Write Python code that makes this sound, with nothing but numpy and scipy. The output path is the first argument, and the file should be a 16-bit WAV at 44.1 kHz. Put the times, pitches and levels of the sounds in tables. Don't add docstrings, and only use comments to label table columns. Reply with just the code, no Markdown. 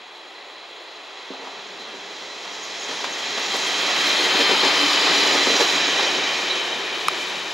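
import sys
import numpy as np
from scipy import signal
from scipy.fft import rfft, irfft, next_fast_len
from scipy.io import wavfile
from scipy.ndimage import map_coordinates

SR = 44100
rng = np.random.default_rng(int(sys.argv[2]) if len(sys.argv) > 2 else 0)


def master_out(mix):
    frames = np.transpose(np.atleast_2d(mix))
    ceiling = np.clip(frames, -1, 1)
    pcm = np.round(ceiling * 32767).astype(np.int16)
    wavfile.write(sys.argv[1], SR, pcm)


N = 332234
SIZE = next_fast_len(N)
HZ = np.maximum(np.arange(SIZE // 2 + 1) * SR / SIZE, 1)
TIME = np.arange(N) / SR


def amp(db):
    return 10 ** (np.asarray(db) / 20)


def at_hz(points):
    hz, value = np.transpose(points)
    return np.interp(np.log(HZ), np.log(np.maximum(hz, 1)), value)


def noise(shape):
    real, imag = rng.standard_normal((2, 2, len(HZ)))
    x = irfft(shape * (real + 1j * imag), SIZE)[:, :N]
    return x / x.std(axis=1, keepdims=True)


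def resonance(hz, width_hz):
    return 1 / np.sqrt(1 + (2 * (HZ - hz) / width_hz) ** 2)


def drift(rate_hz):
    return noise(1 / (1 + (HZ / rate_hz) ** 2))[0]


def port_air():
    corner_hz, level_db = 80, -92
    return amp(level_db) * noise(1 / (1 + (HZ / corner_hz) ** 2))


# (time [s], roar level [dB], hiss level [dB], sizzle level [dB], left-right [dB])
ROLLING_CURVES = [(0.0, -44.5, -62, -64.5, 0), (1.15, -41.5, -54, -63.5, 0), (1.5, -40, -50, -62.5, 0),
                  (2.2, -39, -45.5, -59.5, -0.5), (2.7, -36, -38.5, -55, -0.5), (3.1, -32, -36, -51.5, 0),
                  (3.4, -29, -34.5, -49.5, -0.5), (3.56, -28, -31.5, -40.5, -0.2), (3.9, -24, -31, -43, -1),
                  (4.1, -22.5, -28.5, -38.5, 0), (4.5, -21.5, -39, -39, 1.5), (4.85, -21.5, -31, -38.5, 1),
                  (5.2, -20.5, -33.5, -38.5, 0.5), (5.56, -22.5, -29, -39, -0.5), (6.05, -24, -32, -44, 0),
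                  (6.5, -27, -35, -47, 0.5), (6.85, -30, -40, -50, 1), (7.17, -29.5, -37, -45.5, 1),
                  (7.53, -32.5, -40.5, -48.5, 2)]


def curve(column):
    points = np.array(ROLLING_CURVES)
    return np.interp(TIME, points[:, 0], points[:, column])


# (level at REF_ROAR_DB [dB], share of the roar's swing [1], lead, negative = late [s])
LOW_LAYERS = [(-45, 0.68, -0.11), (-31.5, 0.84, -0.071), (-29, 0.76, -0.041)]
REF_ROAR_DB = -22
PIER_CLEAR_S, PIER_EDGE_S, PIER_SHADE_DB = 1.48, .05, -12.5


def layer_db(index):
    if index >= len(LOW_LAYERS):
        return curve(column=index - 2)
    ref_db, share, lead_s = LOW_LAYERS[index]
    s, roar_db = np.transpose(ROLLING_CURVES)[:2]
    swing_db = np.interp(TIME + lead_s, s, roar_db) - REF_ROAR_DB
    shade = (index == 0) * (1 - np.tanh((TIME - PIER_CLEAR_S) / PIER_EDGE_S)) / 2
    return ref_db + share * swing_db + PIER_SHADE_DB * shade


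# (time [s], thud level [dB], knock level [dB], clack level [dB], extra on deep track modes [dB])
JOINT_BLOWS = [(1.299, -32, -34, -33, 6), (1.335, -39, -28, -33, 0), (1.389, -38, -34, -40, 0),
               (1.42, -39, -36, -40, 0), (1.445, -41, -30, -31, 0), (1.472, -43, -29, -38, 0),
               (1.794, -38, -48, -28, 0), (1.937, -40, -34, -38, 0), (2.449, -42, -24.5, -29, 0),
               (2.857, -44, -24, -30, 0), (2.885, -31.5, -27, -18, 0), (2.91, -38, -35, -21, 0),
               (3.004, -36, -28, -19, 0), (3.041, -37, -35, -16, 0), (3.375, -32, -19, -14, 0),
               (3.538, -27, -16, -12, 0), (3.878, -44, -14, -22, 0), (4.078, -37, -26, -12, 0),
               (4.34, -25, -18, -16, 0), (4.388, -23, -24, -16, 2), (4.405, -20.5, -19, -9, -4),
               (4.49, -23, -20, -16, -2), (4.508, -21, -17, -14, -3), (4.528, -23, -24, -20, -5),
               (4.631, -21, -19, -19, -8), (4.648, -21.5, -16, -8, 4), (5.068, -44, -10, -22, 0),
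               (5.344, -27, -14, -20, 0), (5.464, -22, -15, -16, 2), (5.498, -22, -28, -18, 3),
               (5.53, -25, -28, -22, 4), (5.596, -22, -18, -12, -12), (5.604, -16, -16, -7, -9),
               (5.994, -31, -13, -8.5, 0), (6.024, -29, -30, -15, 0), (6.149, -28, -34, -18, -6),
               (6.55, -44, -31, -15, 0)]
CREST_DB = 14


def bursts(peak_db, t60_s, rise_s=0.00066):
    marks = np.full(N, 1e-18)
    marks[(np.array(JOINT_BLOWS)[:, 0] * SR).astype(int)] = amp(peak_db - CREST_DB)
    fall, climb = amp(-60 / (t60_s * SR)), np.exp(-1 / (rise_s * SR))
    return signal.lfilter([1 - climb], np.convolve([1, -fall], [1, -climb]), marks)


BAND_EDGES_HZ = [20, 250, 650, 1400, 4500, 7600, 18000]
# (frequency [Hz], density [dB])
ROLLING_COLOUR = [(25, -100), (60, -76), (85, -53), (130, -17.5), (220, -8), (380, 5), (650, 2.5),
                  (900, 2.5), (1500, 0), (2200, 0), (4200, 1), (5000, -2), (7000, -6), (7900, -17.5),
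                  (9200, -23.5), (12000, -27.5), (16000, -32.5)]
BOOM_T60_S, KNOCK_T60_S, CLACK_T60_S, RATTLE_T60_S = .16, .16, .22, .14
VIADUCT_DB, VIADUCT_T60_S = -13, 1
BOOM_RE_THUD_DB, RATTLE_RE_CLACK_DB = -4, -17.5


def rolling():
    _, thud_db, knock_db, clack_db, _ = np.transpose(JOINT_BLOWS)
    boom = bursts(thud_db + BOOM_RE_THUD_DB, BOOM_T60_S)
    boom += bursts(thud_db + VIADUCT_DB, VIADUCT_T60_S, rise_s=0.046)
    knock = bursts(knock_db, KNOCK_T60_S)
    knock += bursts(knock_db + VIADUCT_DB, VIADUCT_T60_S, rise_s=0.035)
    clack = bursts(clack_db, CLACK_T60_S)
    rattle = bursts(clack_db + RATTLE_RE_CLACK_DB, RATTLE_T60_S)
    kicks = [amp(-31.0) * boom, boom, amp(1.5) * knock, clack, amp(-7) * clack, rattle]
    flicker_db = [1.0, 0.75, 0.069, 0.23, 0.8, 0.97]
    colour, together, out = amp(at_hz(ROLLING_COLOUR)), drift(60), 0
    for k, (low, high) in enumerate(zip(BAND_EDGES_HZ, BAND_EDGES_HZ[1:])):
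        band = 1 / np.sqrt((1 + (low / HZ) ** 12) * (1 + (HZ / high) ** 12))
        flicker = .6 * together + drift(10)
        steady = amp(layer_db(k) + flicker_db[k] * flicker)
        out = out + np.hypot(steady, kicks[k]) * noise(colour * band)
    knock_ring = noise(colour * resonance(hz=830, width_hz=418) ** 2)
    return out + amp(-2.0) * knock * knock_ring


SPEED_M_S, TRACK_M, SOUND_M_S = 17, 16, 343
FRONT_ABEAM_S, ENGINE_ABEAM_S, REAR_ABEAM_S = 4.65, 4.9, 5.55
WAVER_HZ = 12


def passing(modes, abeam_s, drive_db, waver_db):
    along = SPEED_M_S * (TIME - abeam_s)
    metres = np.hypot(TRACK_M, along)
    body = 0
    for hz, width, db, beam, behind_db in modes:
        level_db = db + behind_db * along / metres + waver_db * drift(WAVER_HZ)
        nearness = (TRACK_M / metres) ** beam
        body = body + amp(level_db) * nearness * noise(resonance(hz, width) ** 2)
    sent_s = TIME - (metres - TRACK_M) / SOUND_M_S
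    heard = [map_coordinates(c, [sent_s * SR], order=3, mode="mirror") for c in body]
    return amp(drive_db) * np.array(heard)


# (pitch at rest [Hz], width [Hz], level re roar [dB],
# beam: power of nearness [1], gain from behind re abeam [dB])
FRONT_WHEEL_MODES = [(1200, 260, -11.5, 2, 0), (1880, 280, -12, .1, -2), (2390, 220, -12, .3, -1),
                     (3090, 90, -7.5, 1.6, -4), (3110, 330, -10.5, 0, -2), (3800, 260, -10.5, .1, -4),
                     (4125, 90, -8, 3, -3), (4600, 120, -16, 4, 0), (5490, 90, -21, 4, 0),
                     (6400, 300, -20, .5, -5)]
REAR_WHEEL_MODES = [(1980, 260, -12.5, .4, 0), (2520, 240, -11, 0, 4), (3200, 180, -11, 0, 5),
                    (3985, 120, -7, 1.1, 3), (4780, 50, -19, 3, 0), (5030, 130, -15.5, 2.5, 1),
                    (5280, 90, -19, 4, 0), (5720, 80, -14.5, 3, 1), (6220, 80, -18.5, 3, 0),
                    (6690, 150, -14, 2.5, 0), (7450, 300, -24, 4, 0)]


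def wheels():
    roar_db = curve(column=1)
    front = passing(FRONT_WHEEL_MODES, FRONT_ABEAM_S, roar_db, waver_db=1.6)
    return front + passing(REAR_WHEEL_MODES, REAR_ABEAM_S, roar_db, waver_db=1.6)


# (pitch at rest [Hz], width [Hz], level re thrum [dB],
# beam: power of nearness [1], gain from behind re abeam [dB])
ENGINE_MODES = [(178, 23, -7, 0.1, 0), (198, 5.5, -10.5, 0.5, 0), (286.6, 11, 6, 1.7, 0),
                (389, 56, 4, 0.048, 0)]
REAR_HUM_MODES = [(290, 30, 5.1, 4.4, 0)]


def engine():
    thrum_db = layer_db(index=0)
    hum = passing(ENGINE_MODES, ENGINE_ABEAM_S, thrum_db, waver_db=2.0)
    return hum + passing(REAR_HUM_MODES, REAR_ABEAM_S, thrum_db, waver_db=2.5)


# (pitch at rest [Hz], width [Hz], level re roar [dB],
# beam: power of nearness [1], gain from behind re abeam [dB])
FAN_MODES = [(4760, 910, -6.5, 3.7, 0)]


def fan():
    return passing(FAN_MODES, ENGINE_ABEAM_S, curve(column=1), waver_db=0.4)


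# (pitch [Hz], level [dB], t60 [s])
RAIL_MODES = [(205, -12, .12), (270, -5, .15), (385, -2, .14), (470, -1, .12), (560, -3, .1)]
DEEP_HZ = 330


def thuds():
    s, peak_db, *_, deep_db = np.transpose(JOINT_BLOWS)
    out = np.zeros(N)
    for hz, db, t60 in RAIL_MODES:
        late, strength = rng.standard_normal((2, len(s)))
        blows = np.full(N, 1e-18)
        at = ((s + .003 * abs(late)) * SR).astype(int)
        blows[at] = amp(peak_db + db + deep_db * (hz < DEEP_HZ) + 0.13 * strength)
        r, w = amp(-60 / (t60 * SR)), 2 * np.pi * hz / SR
        out += signal.lfilter([0, np.sin(w)], [1, -2 * r * np.cos(w), r * r], blows)
    soft = signal.sosfilt(signal.butter(5, [190, 900], "band", fs=SR, output="sos"), out)
    return np.array([soft, np.roll(soft, 60)])


def puffs(rows):
    out, white = np.zeros((2, N)), rng.standard_normal((2, N))
    for s, db, hz, width, length in rows:
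        i, n = int(s * SR), int(length * SR)
        band = signal.butter(2, [hz - width / 2, hz + width / 2], "band", fs=SR, output="sos")
        puff = signal.sosfilt(band, white[:, i - 999:i + n])[:, 999:]
        out[:, i:i + n] += amp(db) * np.hanning(n) ** .5 * puff / puff.std()
    return out


# (time [s], level [dB], pitch [Hz], length [s])
FLANGE_SQUEAKS = [(2.618, -40, 6630, 0.047), (2.79, -36, 6700, 0.027), (2.823, -35, 6650, 0.033),
                  (3.114, -34, 6470, 0.037), (6.498, -24, 3920, 0.03), (7.507, -35, 5030, .012)]


def squeaks():
    return puffs([(s, db, hz, 0.045 * hz, length) for s, db, hz, length in FLANGE_SQUEAKS])


# (time [s], level [dB], pitch [Hz], width [Hz], length [s])
METAL_TICKS = [(2.63, -60, 11500, 2500, .03), (3.041, -23, 1400, 1800, .008),
               (3.043, -49, 10000, 5000, .004), (3.566, -38, 10300, 5000, .005),
               (3.38, -53, 11500, 7000, .03), (3.80, -50, 12000, 5000, .035), (4.06, -46, 12500, 6000, .05),
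               (4.19, -47, 10800, 2500, .02), (4.228, -46, 10500, 2500, .025)]


def ticks():
    return puffs(METAL_TICKS)


# (time [s], level [dB], pitch [Hz], length [s])
THIN_WHEEZES = [(2.91, -57, 10100, .056), (3.66, -49, 10200, .035), (5.603, -48, 13600, .06)]


def wheezes():
    return puffs([(s, db, hz, .1 * hz, length) for s, db, hz, length in THIN_WHEEZES])


# (time [s], level [dB], brightness: gain of all modes but the first [dB])
CLICK_TOUCHES = [(7.08388, -11.5, 1.5), (7.08459, -2, -19), (7.08547, -13, -22)]
# (pitch [Hz], level [dB], t60 [s])
PART_MODES = [(1205, 0, .007), (2405, -1, .011), (3100, -6, .006), (4180, -8, .007), (5330, -8, .011),
              (6690, -9, .007), (8470, -10, .006), (9300, -14, .005), (9950, -9, .005), (11850, -14, .004)]
CLICK_SIDE_DB, CLICK_SIDE_LAG_S = -9, 0.00022


def click():
    mid = np.zeros(N)
    for s, peak_db, bright_db in CLICK_TOUCHES:
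        i = int(s * SR) + 1
        t = np.arange(900) / SR + i / SR - s
        for k, (hz, db, t60) in enumerate(PART_MODES):
            level_db = peak_db + db + bright_db * (k > 0) - 60 * t / t60
            mid[i:i + len(t)] -= amp(level_db) * np.sin(2 * np.pi * hz * t)
    mid = signal.sosfilt(signal.butter(4, [480, 12500], "band", fs=SR, output="sos"), mid)
    side = amp(CLICK_SIDE_DB) * np.interp(TIME - CLICK_SIDE_LAG_S, TIME, mid)
    return np.array([mid + side, mid - side])


# (frequency [Hz], diffuse side re mid [dB])
PORT_DIFFUSE = [(25, -5), (80, -13), (130, -85), (300, -18.5), (700, -16), (1400, -11.5), (2600, -9),
                (4200, -17), (8000, -22.5), (15000, -14)]
# (frequency [Hz], left phase lead [rad])
PORT_LEAD = [(0, 0), (340, 0.4), (2670, -0.4), (3530, 0.0), (15600, -0.0)]
# (frequency [Hz], left-right [dB])
PORT_LEAN = [(60, 0.0), (180, 0.61), (550, -0.064), (1650, 0.41), (4970, -0.75), (15000, 0.98)]
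# (frequency [Hz], width [Hz], gain [dB])
HOUSING_MODES = [(1425, 210, -2), (2870, 270, -2), (4536, 380, -3.5), (6360, 350, -2.5), (6520, 100, 2),
                 (9980, 390, 3.5), (11760, 500, 0)]


def ports(direct, diffuse):
    housing = 1
    for hz, width, db in HOUSING_MODES:
        housing = housing * (1 + (amp(db) - 1) * resonance(hz, width) ** 2)
    half = amp(at_hz(PORT_LEAN) / 2) * np.exp(.5j * at_hz(PORT_LEAD))
    mid, side = rfft(direct, SIZE), rfft(diffuse, SIZE) * amp(at_hz(PORT_DIFFUSE))
    return irfft(housing * np.array([mid * half + side, mid / half - side]), SIZE)[:, :N]


def scene():
    railcar = rolling() + wheels() + engine() + fan()
    railcar = railcar + thuds() + squeaks() + ticks() + wheezes()
    lean_db = curve(column=4)
    return port_air() + ports(*railcar) * amp([lean_db / 2, -lean_db / 2]) + click()


def record(dry):
    cutoff_hz = 15780
    return signal.sosfilt(signal.ellip(14, .3, 70, cutoff_hz, fs=SR, output="sos"), dry)


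dry = scene()
out = record(dry)
master_out(out)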